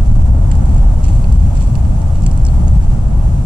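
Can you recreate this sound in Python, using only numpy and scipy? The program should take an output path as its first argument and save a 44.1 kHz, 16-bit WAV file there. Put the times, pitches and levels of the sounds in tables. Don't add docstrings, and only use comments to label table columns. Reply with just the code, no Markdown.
import sys
import numpy as np
from scipy import signal
from scipy.fft import rfft, irfft
from scipy.io import wavfile
from scipy.ndimage import uniform_filter1d, minimum_filter1d

SR = 44100
rng = np.random.default_rng(int(sys.argv[2]) if len(sys.argv) > 2 else 0)


def master(y):
    cut = np.clip(np.atleast_2d(y).T, -1, 1)
    pcm = np.round(cut * 32767)
    wavfile.write(sys.argv[1], SR, pcm.astype(np.int16))


N = 152145

# (time [s], level [dB])
WIND_LEVEL = [(0, 1), (.75, 1.45), (1.3, 0.5), (1.9, -0.5), (2.6, 0.9), (3.45, -1.4)]



def amp(db):
    return 10 ** (np.asarray(db) / 20)


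def unit(x):
    return x / np.sqrt(np.mean(x ** 2) + 1e-20)


def by_hz(table, hz):
    table_hz, *columns = np.transpose(table)
    place, table_place = np.log(hz + 1), np.log(table_hz + 1)
    return np.array([np.interp(place, table_place, column) for column in columns])


def by_time(table):
    return np.interp(np.arange(N) / SR, *np.transpose(table))


def add(mix, start, sound):
    first = max(round(start * SR), 0)
    part = mix[:, first:][:, :sound.shape[1]]
    part += sound[:, :part.shape[1]]


def wander(rate_hz):
    hz = np.fft.rfftfreq(N, 1 / SR)
    slow = (hz > 0) * np.exp(-(hz / rate_hz) ** 2)
    return unit(irfft(rfft(rng.standard_normal(N)) * slow, N))


def at_ports(x, spectrum, ports):
    hz = np.fft.rfftfreq(N, 1 / SR)
    shared, own = rfft(x)
    same, lead = by_hz(ports, hz)
    same = np.clip(same, 0, 1)
    right = (same * shared + np.sqrt(1 - same ** 2) * own) * np.exp(-1j * lead)
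    pair = np.array([shared, right])
    skirt = 1 / (1 + (hz / spectrum[-1][0]) ** 8)
    colour = unit(amp(by_hz(spectrum, hz)) * skirt)
    return irfft(pair * colour, N)


def port_noise(spectrum, ports):
    return unit(at_ports(rng.standard_normal((2, N)), spectrum, ports))


def rumble():
    # (frequency [Hz], left relative level per Hz [dB], right relative level per Hz [dB])
    rumble_spectrum = [(8.1, -22, -12), (15.4, -3.5, -3), (26.2, -1.5, 0), (43.3, -1, -1.5), (74, -2, -4),
                       (100, -7, -8.5), (138.6, -12, -13.5), (201.6, -19.5, -22.5), (255, -26.5, -29),
                       (339, -32.5, -37.5), (462, -44.5, -56), (1460, -57.5, -75)]
    # (frequency [Hz], likeness [0-1], lead of the left port [rad])
    rumble_ports = [(30, 0.98, -0.0038), (101, 1, 0.23), (210, 0.94, 0.1), (350, 0.5, -0.49)]
    base_db, eddy_db = -7.5, 0.9
    level_db = base_db + by_time(WIND_LEVEL) + eddy_db * wander(rate_hz=6.1)
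    return amp(level_db) * port_noise(rumble_spectrum, rumble_ports)


def rush():
    # (frequency [Hz], left relative level per Hz [dB], right relative level per Hz [dB])
    rush_spectrum = [(200, -1, -16), (338, -10, -8), (432, -3, -1.5), (552, 0.5, 1), (710, -3, -1),
                     (870, -4.5, -0.5), (1156, -13, -10.5), (1160, -13.5, -5), (1410, -15, -13.5),
                     (1880, -21.5, -19.5), (3540, -31, -36)]
    # (frequency [Hz], likeness [0-1], lead of the left port [rad])
    rush_ports = [(300, 0.77, -5.5), (453, 0.99, -4), (572, 0.94, -5), (790, 0.68, -6), (975, 0.4, -8),
                  (1245, 0.12, -7.5), (1710, 0.46, -9.5)]
    base_db, flutter_db, follow = -33, 0.5, 0.8
    level_db = base_db + follow * by_time(WIND_LEVEL) + flutter_db * wander(rate_hz=3.5)
    return amp(level_db) * port_noise(rush_spectrum, rush_ports)


def hiss():
    # (frequency [Hz], left relative level per Hz [dB], right relative level per Hz [dB])
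    hiss_spectrum = [(1000, -10.5, -11), (2670, -8.5, -5.5), (3870, -11.5, -10.5), (4400, -9, -10.5),
                     (4760, -13, -10), (5660, -7.5, -10), (6870, -6, -4), (7750, -12, -3.5),
                     (8100, -11.5, -7.5), (9950, -11.5, -8.5), (11800, -15, -15.5), (14000, -18, -17)]
    # (frequency [Hz], likeness [0-1], lead of the left port [rad])
    hiss_ports = [(1730, 0.21, -10), (3000, 0.33, -13), (4970, 0.27, -11.5), (5970, 0.48, -14.5),
                  (8000, 0.29, -15), (10000, .05, -14)]
    # (time [s], level [dB])
    hiss_level = [(0, -0.2), (.24, 1.6), (.32, -1), (.48, 0.2), (.7, 1.5), (.98, 1), (1.2, 2), (1.65, 1.5),
                  (1.95, .6), (2.3, 0.8), (2.75, 1.5), (2.93, 1), (3.0, -2), (3.15, -1), (3.3, 1),
                  (3.45, -0.3)]
    # (left [dB], right [dB])
    whine_db = (-70, -56)
    base_db, flicker_db = -47, 0.53
    whine_hz, whine_width_hz = 7790, 65

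    air = amp(base_db + flicker_db * wander(rate_hz=19)) * port_noise(hiss_spectrum, hiss_ports)
    hz = np.fft.rfftfreq(N, 1 / SR)
    narrow = 1 / (1 + (2 * (hz - whine_hz) / whine_width_hz) ** 2)
    whine = unit(irfft(rfft(rng.standard_normal((2, N))) * narrow, N))
    return amp(by_time(hiss_level)) * (air + amp(whine_db)[:, None] * whine)


def snap(level_db, body_db, middle_db, edge_db, ring_hz, ring_db):
    # (body [Hz], middle [Hz], edge [Hz])
    bands_hz = (2850, 5000, 9100)
    # (body [dB], middle [dB], edge [dB])
    plain_db = (-10, -8.5, -3.5)
    trim_db, colour_share = -6.5, 0.93
    rise_s, hold_s, decay_s, ring_decay_s = 0.0006, 0.0014, 0.0016, 0.0016
    scatter_db, scatter_s = -15.5, 0.019
    size = 4096
    t, hz = np.arange(size) / SR, np.fft.rfftfreq(size, 1 / SR)

    bands_db = np.subtract([body_db, middle_db, edge_db], plain_db)
    colour = amp(colour_share * by_hz(np.transpose([bands_hz, bands_db]), hz))
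    fibres = irfft(rfft(rng.standard_normal((2, size))) * colour, size)
    splinter = np.exp(-np.maximum(t - hold_s, 0) / decay_s)
    scatter = amp(scatter_db) * np.exp(-t / scatter_s)
    phase = rng.random((2, 1))
    tube = amp(ring_db) * np.exp(-t / ring_decay_s) * np.sin(2 * np.pi * (ring_hz * t + phase))
    onset = np.minimum(t / rise_s, 1)
    return amp(trim_db + level_db) * onset * ((splinter + scatter) * fibres + tube)


def grains(per_s, spread_db):
    size = amp(spread_db * np.minimum(rng.exponential(1, N), 4))
    clicks = size * (rng.random(N) < per_s / SR)
    return unit(clicks * rng.standard_normal((2, N)))


def straw():
    # (time [s], level [dB], body [dB], middle [dB],
    # edge [dB], ring [Hz], ring level [dB])
    snaps = [(0.2213, -31, -13, -23, -4, 4000, -8), (0.5144, -17, -9.5, -14, -9.5, 7130, -1.5),
             (0.5177, -28.5, -6, -8, -10, 8400, -3), (0.553, -27.5, -20, -12, -5, 7000, -3),
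             (0.6564, -31, -14, -14, -5, 4590, -6), (0.6927, -31.5, -12, -9, -9, 4100, -6),
             (0.745, -26, -17, -13, -5, 7360, -9), (0.7808, -28, -21, -16, -7, 7100, -5),
             (1.0411, -27, -14, -12, -8, 6100, 3), (1.044, -26, -8, -12, -11, 5940, -3),
             (1.053, -25, -10, -17, -13, 5560, -5), (1.0827, -25, -9, -21, -6.5, 7040, -5),
             (1.2427, -29, -1, -14, -21, 4430, 3), (1.3238, -22, -16, -15, -4, 7450, -11),
             (1.5742, -25, -12, -14, -18, 5200, 0), (1.6194, -27, -10, -12, -15, 7440, -8),
             (1.6734, -30, -15, -9, -9, 5510, -5), (1.7535, -24.5, -11, -8, -7, 4860, 4),
             (1.8501, -30, -7, -15, -18, 5520, -5), (2.017, -28, -19, -14, -5.5, 3900, -8),
             (2.1559, -28, -11, -10, -13, 7400, -10), (2.1714, -32, -16, -19, -4, 7100, -6),
             (2.2213, -29, -18, -8, -7, 7500, -10), (2.2365, -26, -18, -9, -6, 5300, -1),
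             (2.2635, -13, -16, -14.5, -5.5, 2800, -13), (2.3135, -26, -18, -15, -5, 5280, 2.5),
             (2.3752, -25.5, -20, -16, -5, 8460, 1.5), (2.4504, -17.5, -26, -18, -5.5, 5300, 0),
             (2.466, -20.5, -21, -15, -6, 5350, 3), (2.486, -25.5, -13, -18, -12, 4360, 0),
             (2.681, -24.5, -23, -17, -8, 6700, 0), (2.8355, -32.5, -14, -13, -17, 4270, -1)]
    # (start [s], length [s], level [dB])
    rustles = [(.74, 0.1, -46), (1.032, 0.036, -39.5), (1.061, 0.049, -40), (1.107, 0.11, -47.5),
               (1.549, 0.05, -41), (1.596, 0.058, -39.5), (1.844, .03, -55), (2.228, 0.015, -43.5)]
    # (frequency [Hz], left relative level per Hz [dB], right relative level per Hz [dB])
    straw_spectrum = [(700, -30, -30), (2370, -10, -7), (3000, -12, -7.5), (4030, -23, -14),
                      (4320, -13, -4), (5100, -14, -12.5), (5620, -6, -8), (6340, -13, -8.5), (7230, -6, 1),
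                      (8180, -12, -3), (9500, -22, -15.5), (11300, -29, -27.5), (14000, -38, -35)]
    # (frequency [Hz], likeness [0-1], lead of the left port [rad])
    straw_ports = [(2050, 0.17, -9.5), (3020, 0.57, -14), (4070, 0.71, -11), (4900, 0.73, -14.5),
                   (5540, 0.95, -14.5), (6200, 1, -15), (8200, 0.75, -14.5), (10000, .3, -14.5)]
    ticks_db = -57.5
    peak_share = 0.26

    t = np.arange(N) / SR
    out = amp(ticks_db) * grains(per_s=90, spread_db=1)
    crunch = grains(per_s=1600, spread_db=1.5)
    for start, length, db in rustles:
        pressure = np.interp((t - start) / length, [0, peak_share, 1], [0, 1, 0])
        out = out + amp(db) * np.sqrt(pressure) * crunch
    for start, *stalk in snaps:
        add(out, start, snap(*stalk))
    return at_ports(out, straw_spectrum, straw_ports)


def scene():
    return rumble() + rush() + hiss() + straw()


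def record(dry):
    ceiling, knee = 0.98, 4.7
    hold_s, edge_hz = 0.012, 14600
    size = int(hold_s * SR)
    loudest = abs(dry).max(0)
    wanted = (1 + (loudest / ceiling) ** (2 * knee)) ** (-0.5 / knee)
    held = minimum_filter1d(wanted, size)
    gain = uniform_filter1d(uniform_filter1d(held, size // 2), size // 2)
    low_pass = signal.firwin(255, edge_hz, window=("kaiser", 9), fs=SR)
    return signal.filtfilt(low_pass, 1, dry * gain)


dry = scene()
out = record(dry)
master(out)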